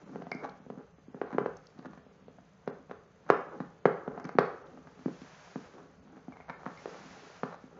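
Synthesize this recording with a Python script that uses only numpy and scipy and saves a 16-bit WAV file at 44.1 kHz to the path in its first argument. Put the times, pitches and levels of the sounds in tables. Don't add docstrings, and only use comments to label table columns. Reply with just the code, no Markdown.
import sys
import numpy as np
from scipy import signal
from scipy.fft import rfft, irfft, next_fast_len
from scipy.io import wavfile

SR = 44100
rng = np.random.default_rng(int(sys.argv[2]) if len(sys.argv) > 2 else 0)


def wrap_up_sound(samples):
    columns = np.atleast_2d(samples).T
    tamed = np.clip(columns, -1, 1)
    steps = np.round(tamed * 32767).astype(np.int16)
    wavfile.write(sys.argv[1], SR, steps)


def to_linear_factor(level_db):
    exponent = np.asarray(level_db, float) / 20
    return 10 ** exponent


N = 343539


# start_s, peak_db, thump_db, hardness_db
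DROPS = [(.153, -25.5, -14.5, -21.5), (.659, -39, -9, -27), (.696, -25.5, -13.5, -22.5),
         (1.14, -34, -7.5, -18), (1.21, -18, -39, -16.5), (1.378, -12, -23, -18),
         (1.455, -17.5, -17, -19.5), (2.06, -42.5, -11.5, -32), (2.277, -37, -12.5, -24),
         (2.671, -19, -16, -20), (2.907, -29.5, -16, -16), (3.296, -5, -25, -13.5),
         (3.598, -24.5, -6.5, -16.5), (3.85, -4.5, -16, -15.5), (4.073, -21, -12, -22),
         (4.381, -4.5, -20, -16.5), (5.077, -29, -20, -23), (5.553, -27, -6, -19), (6.852, -26, -24, -17),
         (6.871, -31, -26, -26), (7.428, -21, -9.5, -13)]
NUDGES = [(.194, -48, -1, -11), (.344, -35, -4, -47), (.379, -49, -9, -31), (.596, -46, -4, -26),
          (.77, -38.5, -2, -26), (.979, -50, -4, -12.5), (1.077, -54.5, 4.5, -32), (1.323, -37.5, -4, -3.5),
          (1.342, -31.5, -1, -23), (1.407, -33.5, .5, -20), (1.821, -48, -27, -4), (1.846, -41, -6, -17),
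          (1.858, -42, -1, -12), (4.239, -44.5, 3, -6), (4.246, -36.5, -.5, -5.5), (4.27, -56, -15, -8),
          (4.987, -45, -4, -10), (5.054, -31.5, 5, -13.5), (5.212, -40.5, -4.5, -18),
          (6.163, -45, -5.5, -6.5), (6.33, -58, -11, -12), (6.658, -28.5, -8, -6.5),
          (7.634, -45, -3.5, -12.5)]
BITES = [(.216, -35, -14, -12), (.263, -34, -7.5, -16), (.3115, -29.5, -14, -7.5), (1.784, -49, 2.5, -35),
         (1.928, -45.5, -5, -3.5), (1.97, -43, -5.5, -5), (2.38, -47.5, -5.5, -10), (2.891, -45, -2, -2.5),
         (4.172, -30.5, -8.5, -16), (4.193, -46, -6, 3), (4.287, -35.5, -18, -7), (4.347, -39.5, 4.5, -11),
         (4.769, -43.5, -4.5, -11), (4.866, -49, -2, 1.5), (6.277, -38.5, -1.5, -17),
         (6.397, -45.5, -11, -3), (6.492, -37.5, -4, 2.5), (6.639, -47, -20, -17)]
# shaft_db at hardness 0, follows (dB per dB of hardness)
KINDS = [
    (-5.5, .75),
    (-17.5, .1),
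    (-5.5, .15),
]


def blows():
    rows = []
    for kind, (shaft_db, follows) in zip((DROPS, NUDGES, BITES), KINDS):
        rows += [(*row, shaft_db + follows * row[3]) for row in kind]
    return sorted(rows)


BOARD = [(187.9, -6, 0.066), (251, -2.5, 0.046), (310.4, 3, 0.017)]
BONE = [(411, 1.5, 0.039), (466, 1.5, 0.022), (501.4, -1.5, 0.024)]
SHAFT = [(579, -2, 0.04), (677, 2, 0.036), (715, 4.5, 0.027), (839, 1, 0.0092)]
CONTACT = [(1082, 3, 0.0082), (1246.4, 8.5, 0.0087), (1474, 5.5, 0.0043), (1630, -17, 0.0048),
           (1950, -31.5, 0.004), (2600, -37, 0.023), (3560, -20.5, 0.0027)]
# start_s, peak_db
CRACKS = [(.216, -58), (.263, -62), (.309, -63.5), (.696, -61.5), (1.323, -60.5), (1.455, -55.5),
          (1.784, -54.5), (1.858, -62), (1.928, -60), (2.277, -65), (2.671, -46), (2.907, -54),
          (3.296, -37), (3.598, -54.5), (3.85, -43), (4.193, -67), (4.246, -55.5), (4.287, -63.5),
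          (4.381, -29), (4.866, -61), (4.987, -63), (5.077, -63), (5.212, -54), (6.163, -64), (6.492, -52),
          (6.852, -52), (6.871, -57), (7.428, -48)]


def knocks():
    lag_s, spread_db = .0048, 2.2
    s, peak_db, thump_db, hard_db, shaft_db = np.transpose(blows())
    crack_s, crack_db = np.transpose(CRACKS)
    s = s + lag_s
    soft_db = np.minimum(0, .6 * (peak_db + 30))
    thump = band(struck(BOARD, s, peak_db + thump_db + 5.5, spread_db), 140, 600)
    knuckle = struck(BONE, s, peak_db - 10, spread_db)
    shaft = struck(SHAFT, s, peak_db + shaft_db - 2.5, spread_db)
    hollow = band(knuckle + shaft, 240, 940)
    hard = band(struck(CONTACT, s, peak_db + hard_db + soft_db, spread_db), 700, 2200)
    rough = chatter(s, peak_db + hard_db + 7, .061, 900, 1700)
    crack = band(chatter(crack_s + lag_s, crack_db + 4, .03, 2200, 5000), 1800, 6000)
    return thump + hollow + hard + rough + crack


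# time_s, level_db
EFFORT = [(0, -52), (.6, -60), (.9, -80), (1.15, -68), (1.66, -59), (1.95, -62), (2.2, -62), (2.58, -70),
          (3.15, -68), (3.6, -55), (3.8, -64), (4.7, -56), (5.2, -60), (5.75, -55), (6.0, -63), (6.75, -58),
          (7.35, -60), (7.79, -59)]


def effort():
    s, db = np.transpose(EFFORT)
    return to_linear_factor(np.interp(np.arange(N) / SR, s, db))


# middle_s, level_db, width_s (per 20 dB either side)
GRINDS = [(.13, -51, .1), (.43, -40, .12), (.79, -43, .09), (1.17, -51, .06), (1.34, -39, .035),
          (2.72, -50, .15), (3.0, -56, .15), (3.5, -37, .12), (3.97, -47, .15), (4.07, -42.5, .2),
          (4.2, -48.5, .2), (4.5, -41, .12), (4.65, -51, .1), (5.76, -51, .12), (6.57, -50, .1),
          (6.92, -50, .15), (7.24, -49, .12), (7.79, -49, .12)]


def grinding():
    jaw = effort() + bouts(GRINDS)
    slips = grains(600, 3.6, 4.2)
    grind = rubbed(BONE + SHAFT + CONTACT, slips, .42)
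    return to_linear_factor(-7) * jaw * rms_one(band(grind, 230, 1500))


# middle_s, level_db, width_s (per 20 dB either side)
SHUFFLES = [(.13, -38, .12), (.47, -40, .15), (.74, -44, .07), (1.23, -33, .045), (1.43, -37, .055),
            (1.89, -41, .07), (2.28, -51, .15), (2.75, -42, .1), (3.33, -26, .06), (3.57, -46, .07),
            (4.19, -40, .09), (4.76, -46, .07), (5.01, -54, .2), (5.82, -48, .12), (6.12, -47, .15),
            (7.0, -41, .14), (7.24, -53, .15)]


def shuffling():
    weight = effort() + bouts(SHUFFLES)
    rumble = rubbed(BOARD, grains(120, 1.5, 7.5))
    return to_linear_factor(-10) * weight * rms_one(band(rumble, 130, 300))


# slip_s, level_db, build_s (per 20 dB)
DRAGS = [(.16, -45, .03), (.452, -35.5, .045), (.49, -44, .08), (1.345, -51, .15), (2.72, -47, .08),
         (3.297, -37, .04), (3.611, -41.5, .03), (4.296, -39.5, .07), (5.482, -51, .04), (6.198, -56, .15),
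         (6.328, -45, .02), (6.498, -33.5, .026), (6.644, -43, .03), (6.704, -42, .07), (7.546, -38.5, .07)]
# catch_s, level_db, die_s (per 20 dB)
SKIDS = [(.216, -55, .15), (.786, -57, .06), (1.27, -46, .15), (1.786, -48, .045), (1.854, -37, .012),
         (1.87, -57, .13), (2.914, -44.5, .04), (4.17, -46.5, .07), (4.872, -53.5, .045), (4.975, -59, .09),
         (5.778, -48.5, .05), (6.048, -60, .3), (6.37, -45, .011), (6.404, -53, .025), (6.598, -54, .05),
         (6.665, -38, .03), (6.944, -47, .1)]
# pitch_hz, level_db, t60_s
SCRATCH_MODES = [(545, 4, 0.0097), (815, 4, 0.014), (1150, 5.5, 0.0069), (1590, 6, 0.0033),
                 (2050, -4.5, 0.0064), (2310, -13.5, 0.0087), (4000, -17.5, 0.0065), (6040, -15.5, 0.0029)]


def scratching():
    slip_off_s, catch_s = .014, .014
    slips = grains(1500, 6.8, 3.9)
    slip_s, drag_db, build_s = np.transpose(DRAGS)
    at, skid_db, die_s = np.transpose(SKIDS)
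    level = swells(slip_s, drag_db, build_s, slip_off_s) + swells(at, skid_db, catch_s, die_s)
    return to_linear_factor(-5) * level * rms_one(band(rubbed(SCRATCH_MODES, slips), 490, 6500))


# start_s, peak_db, pitch_hz
TICKS = [(0.2206, -60, 3010), (0.3148, -33.5, 4590), (0.3465, -44, 5300), (0.4934, -41, 3960),
         (1.5674, -43.5, 5900), (1.6677, -41, 4630), (1.7862, -60, 3760), (4.1969, -50.5, 5540),
         (4.2415, -43.5, 5400), (4.2514, -47, 5490), (4.2707, -52, 3900), (4.2886, -45.5, 5240),
         (4.6668, -47, 3270), (4.8744, -66, 3200), (6.0494, -64, 3770), (6.4961, -62, 4300),
         (6.773, -45, 4740)]


def teeth():
    length = 600
    out, tail = np.zeros(N), np.exp(-np.arange(length) / (.0021 * SR))
    for s, peak_db, hz in TICKS:
        at = int((s + .001) * SR)
        noise = rng.standard_normal(length) * tail
        out[at:at + length] += to_linear_factor(peak_db + 3) * band(noise, .86 * hz, 1.15 * hz)
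    return out


# start_s, peak_db
TAG = [(0.3167, -40), (4.1979, -61), (4.2433, -52), (4.2722, -58), (4.2961, -58), (4.3326, -68),
       (6.3225, -53), (6.3699, -59), (6.4063, -58), (6.4862, -58), (6.4956, -47), (6.5294, -52.5),
       (6.6994, -59), (6.772, -53)]
# pitch_hz, level_db, t60_s
TAG_MODES = [(2130, 0, .09), (2215, -3, .06), (2290, -5, .05)]


def tag():
    s, peak_db = np.transpose(TAG)
    rub = chatter(s, peak_db - 19, .03, 1400, 2700)
    return sum(to_linear_factor(db) * ring(rub, hz, t60) for hz, db, t60 in TAG_MODES)


# full_speed_s, level_db, width_s (to lose 20 dB either side)
SLIDES = [
    (5.37, -64.5, .47),
    (7.1, -61, .51),
]
# pitch_hz, level_db (per Hz)
SLIDE_COLOUR = [(350, -29.5), (600, -1.5), (1640, -5.5), (3480, -15.5), (6470, -15.5), (7300, -18),
                (7980, -58), (8430, -53), (11000, -87), (18500, -120)]


def sliding():
    rest_db, rustle_db, roundness = -81.5, -22, 2.9
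    speed = to_linear_factor(rest_db) + to_linear_factor(rustle_db) * effort() + bouts(SLIDES, roundness)
    unevenness = to_linear_factor(4.5 + .67 * drift(18))
    return speed * unevenness * coloured(SLIDE_COLOUR)


def drive():
    start_s, ticks_per_s, tick_hz, tick_db = .0325, 23.976, 6500, -62
    whine_hz, whine_db = 6180, -86.5
    beats = np.arange(start_s, N / SR, 1 / ticks_per_s)
    weak = np.arange(len(beats)) % 3 == 2
    strength = to_linear_factor(tick_db - weak + 1.5 * rng.standard_normal(len(beats)))
    ticking = band(ring(clicks(beats, strength), tick_hz, .0041), 5600, 11000)
    whine = rms_one(ring(rng.standard_normal(N), whine_hz, .011))
    return ticking + to_linear_factor(whine_db) * whine


def handling():
    rumble_db, swing_db = -71.5, 2.2
    jolt_s, jolt_db = 3.3012, -19.5
    rumble = rms_one(band(rng.standard_normal(N), 51, 110))
    jolt = signal.lfilter([1], [1, -.9], clicks([jolt_s], to_linear_factor(jolt_db)))
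    return to_linear_factor(rumble_db + swing_db * drift(6)) * rumble + jolt


# pitch_hz, level_db (per Hz)
HUSH = [(15, -34.5), (25, -29), (119, -2), (167, 10), (322, -19), (432, -3), (654, -7.5), (794, -13),
        (1230, -13), (5050, -29.5), (5570, -62.5), (6290, -36.5), (7280, -32), (8430, -53), (11000, -96),
        (18500, -120)]


def hush():
    return to_linear_factor(-63) * coloured(HUSH)


# pitch_hz, t60_s
ROOM_T60 = [(100, .3), (300, 0.24), (800, 0.42), (2000, 0.5), (6000, 0.42)]
# pitch_hz, level_db
ROOM_COLOUR = [(100, 0.5), (400, -2), (1200, -3), (2500, -5.5), (6000, -5.5)]


def room(x):
    first_wall_s, thicken_s = .0052, .019
    t = np.arange(SR // 2) / SR
    edges = 90 * 2 ** np.arange(0, 6.6, .5)
    white, tail = rng.standard_normal((2, len(t))), 0
    for k, (low, high) in enumerate(zip(edges, edges[1:])):
        hz = np.sqrt(low * high)
        fade_db = at_hz(ROOM_COLOUR, hz) - 60 * t / at_hz(ROOM_T60, hz)
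        tail = tail + band(white[k % 2], low, high) * to_linear_factor(fade_db)
    tail = tail * np.clip((t - first_wall_s) / thicken_s, 0, 1) ** .5
    return signal.fftconvolve(x, tail / np.sqrt(np.sum(tail ** 2)))[:N]


def struck(modes, times, level_db, spread_db):
    chance = rng.standard_normal((len(times), len(modes)))
    out = np.zeros(N)
    for k, (hz, db, t60) in enumerate(modes):
        push = to_linear_factor(level_db + db + spread_db * chance[:, k])
        out += ring(clicks(times, push), hz, t60)
    return out


def rubbed(modes, slips, t60_share=1):
    return sum((-1) ** k * to_linear_factor(db) * ring(slips, hz, t60_share * t60)
               for k, (hz, db, t60) in enumerate(modes))


def chatter(times, level_db, t60, low_hz, high_hz):
    burst = signal.lfilter([1], [1, -to_linear_factor(-60 / (t60 * SR))], clicks(times, to_linear_factor(level_db)))
    return band(burst * rng.standard_normal(N), low_hz, high_hz)


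def grains(per_s, size_db, clump_db):
    sizes = to_linear_factor(size_db * np.minimum(rng.exponential(1, N), 4)) * rng.choice([-1, 1], N)
    happens = rng.random(N) < per_s * to_linear_factor(clump_db * drift(25)) / SR
    return sizes * happens


def swells(s, db, rise_s, fall_s, ease=1):
    t = np.arange(0, N + 16, 16)[:, None] / SR
    away = np.maximum((s - t) / rise_s, 0) + np.maximum((t - s) / fall_s, 0)
    gain = to_linear_factor(db - 20 * np.minimum(away, 4) ** ease).sum(axis=1)
    return np.interp(np.arange(N) / SR, t[:, 0], gain)


def bouts(rows, ease=1):
    s, db, wide_s = np.transpose(rows)
    return swells(s, db, wide_s, wide_s, ease)


def ring(x, hz, t60):
    r, w = to_linear_factor(-60 / (t60 * SR)), 2 * np.pi * hz / SR
    return signal.lfilter([0, np.sin(w)], [1, -2 * r * np.cos(w), r * r], x + 1e-18)


def clicks(times, gains):
    out = np.zeros(N)
    np.add.at(out, np.clip((np.asarray(times) * SR).astype(int), 0, N - 1), gains)
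    return out


def band(x, low_hz, high_hz):
    return signal.sosfilt(signal.butter(2, [low_hz, high_hz], "band", fs=SR, output="sos"), x + 1e-18)


def coloured(spectrum):
    size = next_fast_len(N)
    hz = np.maximum(np.arange(size // 2 + 1) * SR / size, 1)
    shaped = rfft(rng.standard_normal(size)) * to_linear_factor(at_hz(spectrum, hz))
    return rms_one(irfft(shaped, size)[:N])


def drift(rate_hz):
    low = signal.butter(2, rate_hz, fs=SR, output="sos")
    return rms_one(signal.sosfilt(low, rng.standard_normal(N + SR))[SR:])


def rms_one(x):
    return x / np.sqrt(np.mean(x ** 2) + 1e-20)


def at_hz(points, hz):
    table_hz, values = np.transpose(points)
    return np.interp(np.log(hz), np.log(table_hz), values)


def scene():
    ticks = teeth()
    near = knocks() + grinding() + shuffling() + scratching() + tag()
    no_bass = signal.butter(5, 148, "high", fs=SR, output="sos")
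    near = signal.sosfilt(no_bass, near)
    walls = room(near + to_linear_factor(-3.5) * ticks)
    camera = sliding() + drive() + handling() + hush()
    return (near + ticks + to_linear_factor(-12) * walls + camera)[None, :]


def thin_treble(x):
    short_share, quiet_share, band_hz = .3, .62, 420
    hz, _, z = signal.stft(x, SR, nperseg=2048)
    frames = z.shape[1]
    treble = np.abs(z[(hz > 2500) & (hz < 7000)]).mean(axis=0)
    short = np.repeat(rng.random(frames) < short_share, 2)[:frames]
    short = short & (treble < np.quantile(treble, quiet_share))
    lowest_hz = np.repeat(rng.uniform(2800, 5200, frames), 2)[:frames]
    for low in np.arange(3000, 8000, band_hz):
        rows = (hz >= low) & (hz < low + band_hz)
        size = np.abs(z[rows])
        chance = np.repeat(rng.random(frames) < .7, 2)[:frames]
        dropped = short & (low > lowest_hz) & chance
        strongest = size > .8 * size.max(axis=0)
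        z[rows] *= ~dropped | strongest
    return signal.istft(z, SR, nperseg=2048)[1][:N]


def roll_off(x):
    return signal.sosfilt(signal.butter(12, 8580, fs=SR, output="sos"), x)


def record(dry):
    steep_top = signal.butter(10, 7000, fs=SR, output="sos")
    heard = signal.sosfilt(steep_top, dry)
    mix = thin_treble(heard[0])[None, :]
    return roll_off(mix)


dry = scene()
out = record(dry)
wrap_up_sound(out)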